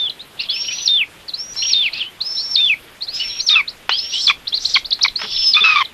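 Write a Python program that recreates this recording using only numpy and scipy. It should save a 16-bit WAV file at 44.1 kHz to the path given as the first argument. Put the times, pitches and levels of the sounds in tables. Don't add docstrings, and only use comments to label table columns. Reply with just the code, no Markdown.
import sys
import numpy as np
from scipy import signal
from scipy.io import wavfile

SR = 44100
rng = np.random.default_rng(int(sys.argv[2]) if len(sys.argv) > 2 else 0)


def materialize(psi):
    bounded = np.clip(np.atleast_2d(psi).T, -1, 1)
    quanta = np.round(bounded * 32767).astype(np.int16)
    wavfile.write(sys.argv[1], SR, quanta)


N = 261513

CAPSULE_HZ, CUTOFF_HZ = 6200, 14100
ATTACK_S, SCOOP_S = 0.005, 0.007


def whistles(jitter, shimmer_db):
    tone, octave = np.zeros(N), np.zeros(N)
    for at, edge, hz, level_db in [*high_notes(), *low_notes()]:
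        strain = (hz / 5500) ** 2
        phase = phase_of(hz * (1 + strain * jitter * wobble(len(hz), rate_hz=48.6)))
        tremble_db = strain * shimmer_db * wobble(len(hz), rate_hz=650)
        height = np.sqrt(2) * edge * from_db(level_db + tremble_db)
        add(tone, at, height * np.sin(phase))
        add(octave, at, height * np.sin(2 * phase))
    return tone, octave


def high_notes(climb_db_per_khz=-3, plunge_db=-15, swell_hz=300, waver_db=3.5):
    # start t/s, end t/s, climb depth/Hz, climb time/s, held f/Hz, end f/Hz,
    # plunge depth/Hz, plunge time/s, held level/dB, end level/dB
    notes = [ (0.488, 0.883, 1857.5, 0.021, 5186, 6084, 2884, 0.011, -27, -31),
             (1.333, 1.537, 1808, 0.035, 5520, 5890, -1, 0.01, -26.5, -35.5),
             (1.561, 1.74, 13, 0.018, 5450, 5770, 2399, 0.012, -25, -15.5),
             (2.203, 2.564, 1941.5, 0.024, 5290, 5500, 2395, 0.009, -22, -29.5),
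             (3.066, 3.412, 1954, 0.037, 5214, 5640, -7, 0.01, -24, -29),
             (3.411, 3.497, 502, 0.01, 6320, 5960, 3103.5, 0.013, -27.5, -35),
             (3.9, 4.131, 1752, 0.037, 5030, 5750, -5, 0.01, -23, -28),
             (4.128, 4.278, 4, 0.02, 5480, 5305, 2197, 0.009, -30, -25.5),
             (5.155, 5.317, 1405, 0.021, 5250, 5490, -1, 0.01, -24, -43),
             (5.303, 5.543, 121, 0.029, 5430, 5117, 1895, 0.006, -22, -13.5), ]
    for start, end, climb_hz, climb_s, hold_hz, end_hz, plunge_hz, plunge_s, hold_db, end_db in notes:
        at, edge, t = call_window(start, end, fade_s=0.00036)
        progress = t / (end - start)
        below = climb_hz * np.exp(-t / climb_s)
        plunge = plunge_hz * np.exp(-(end - start - t) / plunge_s)
        hz = hold_hz + (end_hz - hold_hz) * progress - below - plunge
        held_db = hold_db + (end_db - hold_db) * progress + climb_db_per_khz * below / 1000
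        swell = np.tanh((plunge / swell_hz) ** 4)
        drift_db = (1 - swell) * waver_db * wobble(len(t), rate_hz=12)
        level_db = held_db + (plunge_db - held_db) * swell + throat_db(hz) + drift_db
        yield at, edge * np.clip(t / ATTACK_S, 0, 1), hz, level_db


def low_notes(shelf_hz=3747, scoop_hz=278, sag_hz_per_s=3000, fall_loss_db=6):
    # start t/s, fall t/s, end t/s, end f/Hz, bend of the fall, level/dB
    notes = [(-0.04, 0.062, 0.088, 2850, 1.2, -19), (0.886, 0.965, 1.04, 2100, 1.3, -14),
             (1.741, 1.815, 1.89, 2060, 1.2, -15.5), (2.565, 2.668, 2.698, 2700, 1.2, -14)]
    for start, knee, end, end_hz, bend, level_db in notes:
        at, edge, t = call_window(start, end, fade_s=0.0026)
        fall = np.clip((t + start - knee) / (end - knee), 0, 1)
        shelf = shelf_hz - scoop_hz * np.exp(-t / SCOOP_S) - sag_hz_per_s * t
        hz = shelf + (end_hz - shelf) * fall ** bend
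        yield at, edge, hz, level_db - fall_loss_db * fall + throat_db(hz)


def throat_db(hz):
    # centre f/Hz, width/Hz, gain/dB
    resonances = [(2580, 150, 5), (4200, 280, 11), (4880, 170, -9)]
    return sum(gain_db * np.exp(-((hz - centre) / width) ** 2) for centre, width, gain_db in resonances)


def squeals(jitter, shimmer_db, hiss_db):
    # t/s, length/s, start f/Hz, end f/Hz, voicing, roughness 0-1, level/dB
    turns = [ (2.696, 0.047, 1320, 1055, "middle", 0.02, -10), (3.497, 0.057, 1250, 1090, "upper", .6, -12),
             (3.554, 0.06, 1330, 1060, "middle", .4, -9), (4.276, 0.02, 1200, 1050, "upper", .6, -10),
             (4.296, 0.02, 1230, 1040, "middle", 1, -8), (4.752, 0.008, 1150, 1000, "upper", .6, -8),
             (4.759, 0.016, 1170, 1000, "middle", 1, -6), (5.047, 0.018, 1170, 1010, "middle", 1, -9),
             (5.543, 0.023, 1190, 1185, "upper", .4, -9), (5.566, 0.038, 1240, 1250, "middle", .9, -11),
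             (5.604, 0.034, 1205, 1110, "upper", .5, -12), (5.638, 0.118, 1300, 1215, "middle", 1, -9.5),
             (5.756, 0.022, 1170, 1160, "even", .8, -12.5), (5.778, 0.025, 1200, 1210, "even", .9, -16.5),
             (5.803, 0.025, 1130, 1000, "even", .8, -15), ]
    voicings = {"upper": (-20, -15, 0, -24), "middle": (-10, 0, -15, -20), "even": (0, -1, -4, -18)}
    droop_bend = {"upper": 3.5, "middle": 1.61, "even": 1.5}
    scoop = {"upper": 0.06, "middle": 0, "even": 0}
    loss_db = {"upper": 0, "middle": 7, "even": 3}
    out, effort = np.zeros(N), np.zeros(N)
    for start, length, start_hz, end_hz, voicing, rough, turn_db in turns:
        at, edge, t = call_window(start, start + length, fade_s=0.0025)
        hz = start_hz + (end_hz - start_hz) * (np.maximum(t, 0) / length) ** droop_bend[voicing]
        hz = hz * (1 - scoop[voicing] * np.exp(-t / SCOOP_S))
        phase = phase_of(hz * (1 + rough * jitter * wobble(len(t), rate_hz=215)))
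        fading_db = turn_db - loss_db[voicing] * t / length
        for k, side_db in enumerate(voicings[voicing], 1):
            partial_db = side_db + 20 * np.log10(rough) if side_db else 0
            flutter_db = rough * shimmer_db * wobble(len(t), rate_hz=62)
            height = np.sqrt(2) * edge * from_db(fading_db + partial_db + flutter_db)
            rasp = (.7 if side_db else .33 * rough) * wobble(len(t), rate_hz=210)
            add(out, at, height * (1 + rasp) * np.sin(k * phase))
            add(effort, at, rough * height)
    turbulence = from_db(hiss_db) * effort * rms_one(band(rng.standard_normal(N), 1500, 4600))
    return band(out + turbulence, 900, CAPSULE_HZ, order=4)


def peeps(shimmer_db, jitter, lean, throat_share):
    # t/s, length/s, start f/Hz, end f/Hz, level/dB
    glides = [(0.096, 0.014, 4290, 2910, -22), (0.193, 0.035, 3450, 4290, -32),
              (0.395, 0.034, 2680, 2890, -24), (0.39, 0.038, 3570, 5520, -22.5),
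              (0.485, 0.057, 3350, 3520, -20), (0.68, 0.019, 2900, 3080, -19.5),
              (0.434, 0.01, 3740, 4750, -29), (0.522, 0.037, 3380, 2760, -24.5),
              (0.556, 0.03, 2400, 2920, -28.5), (0.703, 0.048, 2370, 2805, -28.5),
              (0.782, 0.016, 4270, 3730, -27.5), (1.932, 0.076, 2417, 2910, -31),
              (2.028, 0.078, 2820, 3220, -31), (2.577, 0.067, 2280, 2930, -29.5),
              (3.29, 0.042, 4230, 3620, -31), (1.279, 0.035, 4840, 3270, -29.5),
              (1.622, 0.022, 2600, 3700, -19), (1.648, 0.02, 2660, 3600, -21),
              (1.57, 0.085, 4050, 4350, -29), (1.677, 0.032, 3440, 5100, -28),
              (1.93, 0.017, 3730, 5260, -24), (2.001, 0.038, 3626, 2420, -18.5),
              (2.363, 0.081, 3700, 4990, -25), (3.006, 0.052, 3510, 5270, -25),
              (3.191, 0.03, 4390, 4580, -28), (3.194, 0.046, 2860, 3015, -20),
              (3.396, 0.028, 3720, 5300, -21.5), (3.674, 0.034, 3480, 5500, -25),
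              (3.9, 0.081, 2810, 3516, -18), (3.985, 0.017, 3860, 4700, -22.5),
              (4.12, 0.1, 2740, 3480, -21), (4.201, 0.027, 3790, 4850, -23),
              (4.469, 0.027, 3240, 5740, -20.5), (4.522, 0.053, 3094, 5270, -18),
              (4.566, 0.026, 4930, 3500, -20.5), (4.647, 0.022, 3470, 5240, -16),
              (4.614, 0.037, 5500, 6800, -29), (4.737, 0.02, 5390, 3145, -12),
              (4.845, 0.028, 3260, 5500, -24), (4.906, 0.011, 5320, 3200, -19.5),
              (4.915, 0.03, 3206, 5110, -14), (5.009, 0.03, 3470, 5300, -18),
              (5.03, 0.018, 6270, 2920, -8.5), (5.08, 0.0097, 4450, 3000, -18),
              (5.249, 0.3, 3397, 3535, -29.5), (5.361, 0.01, 3520, 4400, -18),
              (5.848, 0.018, 4300, 3030, -26)]
    out = np.zeros(N)
    for start, length, start_hz, end_hz, level_db in glides:
        progress = np.linspace(0, 1, int(length * SR))
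        hz = start_hz + (end_hz - start_hz) * progress
        hz = hz * (1 + jitter * wobble(len(hz), rate_hz=300))
        tremble_db = shimmer_db * wobble(len(hz), rate_hz=430)
        height = np.sqrt(2) * from_db(level_db + throat_share * throat_db(hz) + tremble_db)
        swell = np.sin(np.pi * progress ** lean)
        add(out, int(start * SR), height * swell * np.sin(phase_of(hz)))
    return out


def breath(spread):
    # t/s, length/s, centre f/Hz, level/dB of each resonance
    wheezes = [(0.369, 0.11, 3370, -39.5), (0.5, 0.405, 3570, -37.5), (1.612, 0.3, 3320, -36),
               (1.917, 0.15, 3380, -37.5), (2.238, 0.51, 4960, -45), (3.105, 0.32, 3180, -39),
               (3.914, 0.19, 3820, -38.5), (4.092, 0.23, 4460, -30.5), (4.591, 0.21, 4880, -31.5),
               (5.187, 0.43, 3950, -34), (1.534, 0.053, 5370, -40), (3.131, 0.091, 5060, -31),
               (3.466, 0.068, 4640, -31), (4.132, 0.19, 6200, -34), (4.63, 0.135, 6200, -38)]
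    out, half_band = np.zeros(N), np.sqrt(spread)
    for start, length, hz, level_db in wheezes:
        size = int(length * SR)
        swell = np.abs(np.sin(np.linspace(0, np.pi, size))) ** 0.43
        for centre in (hz / spread, hz, hz * spread):
            noise = rms_one(band(rng.standard_normal(size), centre / half_band, centre * half_band))
            flare_db = 4 * wobble(size, rate_hz=25)
            add(out, int(start * SR), swell * from_db(level_db + flare_db) * noise)
    return out


def twigs(t60_s):
    # t/s, level/dB ahead of the band filter
    cracks = [(1.554, -26.5), (3.893, -10), (4.99, -24.5), (5.19, -16.5), (5.214, -14), (5.234, -15.5)]
    out, t = np.zeros(N), np.arange(SR // 8) / SR
    for start, level_db in cracks:
        grains = rng.standard_normal(len(t)) * from_db(3.3 * wobble(len(t), rate_hz=74))
        add(out, int(start * SR), from_db(level_db - 60 * t / t60_s) * grains)
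    return band(out, 870, 3500)


def knocks():
    # t/s, level/dB of each mode
    footfalls = [(5.234, -32), (5.612, -31)]
    # f/Hz, t60/s
    modes = [(205, 0.09), (430, 0.16)]
    out, t = np.zeros(N), np.arange(SR // 8) / SR
    for start, level_db in footfalls:
        ring = sum(from_db(level_db - 60 * t / t60) * np.sin(2 * np.pi * hz * t) for hz, t60 in modes)
        add(out, int(start * SR), ring * np.clip(t / ATTACK_S, 0, 1))
    return out


def canopy(x, echo_db, t60_s):
    t = np.arange(SR // 2) / SR
    tail = rng.standard_normal(len(t)) * from_db(-60 * t / t60_s) * np.clip(t / 0.014, 0, 1)
    tail = band(tail, 2400, CAPSULE_HZ)
    return from_db(echo_db) * signal.fftconvolve(x, tail / np.sqrt(np.sum(tail ** 2)))[:N]


def capsule(x, overload):
    excess = x - np.clip(x, -overload, overload)
    clipped = x - signal.sosfilt(signal.butter(1, 500, "high", fs=SR, output="sos"), excess)
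    return signal.sosfilt(signal.butter(10, CAPSULE_HZ, fs=SR, output="sos"), clipped), excess


def sheen(octave, peaks, wheeze, sheen_db, crackle_over_sheen_db):
    crackle = from_db(crackle_over_sheen_db) * peaks
    hiss = from_db(-5) * band(wheeze, CAPSULE_HZ, 8000)
    return from_db(sheen_db) * band(octave + crackle, 9000, CUTOFF_HZ) + hiss


def gusts():
    # t/s, level/dB
    course = [(0, -60), (3.7, -57.5), (4.6, -45.5), (5.2, -51)]
    gain = from_db(np.interp(np.arange(N) / SR, *np.transpose(course)))
    rumble = band(rng.standard_normal(N), 12, 45)
    lumps = from_db(5 * wobble(N, rate_hz=6))
    return gain * rms_one(rumble * lumps)


def woods(level_db, flicker_db):
    # f/Hz, relative level/dB
    spectrum = [(20, -17), (100, -5), (450, -7), (1600, -9.5), (3500, -8.5), (5500, -27.5), (7000, -9.5),
                (9000, -27), (13000, -20)]
    hz, colour_db = np.transpose(spectrum)
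    edges = 20 * 2 ** np.arange(0, 9.6, .5)
    out, white = np.zeros(N), rng.standard_normal((2, N))
    for k, (low, high) in enumerate(zip(edges, edges[1:])):
        band_db = np.interp(np.log(low * high) / 2, np.log(hz), colour_db)
        out += from_db(band_db + flicker_db * wobble(N, rate_hz=10.7)) * band(white[k % 2], low, high)
    return from_db(level_db) * rms_one(out)


def from_db(db):
    return 10 ** (np.asarray(db) / 20)


def rms_one(x):
    return x / np.sqrt(np.mean(x ** 2) + 1e-20)


def phase_of(hz):
    return 2 * np.pi * np.cumsum(hz) / SR


def band(x, low_hz, high_hz, order=2):
    return signal.sosfilt(signal.butter(order, [low_hz, high_hz], "band", fs=SR, output="sos"), x)


def wobble(size, rate_hz):
    r = np.exp(-2 * np.pi * rate_hz / SR)
    return rms_one(signal.lfilter([1], [1, -2 * r, r * r], rng.standard_normal(size + 4000))[4000:])


def call_window(start_s, end_s, fade_s):
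    at = int(max(start_s, 0) * SR)
    t = np.arange(at, int(end_s * SR)) / SR
    return at, np.clip(np.minimum(t - start_s, end_s - t) / fade_s, 0, 1), t - start_s


def add(out, at, sound):
    out[at:at + len(sound)] += sound[:N - at]


def scene():
    tone, octave = whistles(jitter=0.0083, shimmer_db=2.0)
    hoarse = squeals(jitter=.012, shimmer_db=1, hiss_db=-18)
    wheeze = breath(spread=1.25)
    peeping = peeps(shimmer_db=2.5, jitter=.015, lean=.7, throat_share=0.4)
    nest = tone + hoarse + peeping + wheeze + twigs(t60_s=0.12) + knocks()
    nest = nest + canopy(nest, echo_db=-20, t60_s=.15)
    close, peaks = capsule(nest, overload=.74)
    top = sheen(octave, peaks, wheeze, sheen_db=-39, crackle_over_sheen_db=9)
    return (close + top + woods(level_db=-43.5, flicker_db=1.8) + gusts())[None]


def record(dry):
    return signal.sosfilt(signal.cheby2(16, 60, CUTOFF_HZ, fs=SR, output="sos"), dry)


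dry = scene()
out = record(dry)
materialize(out)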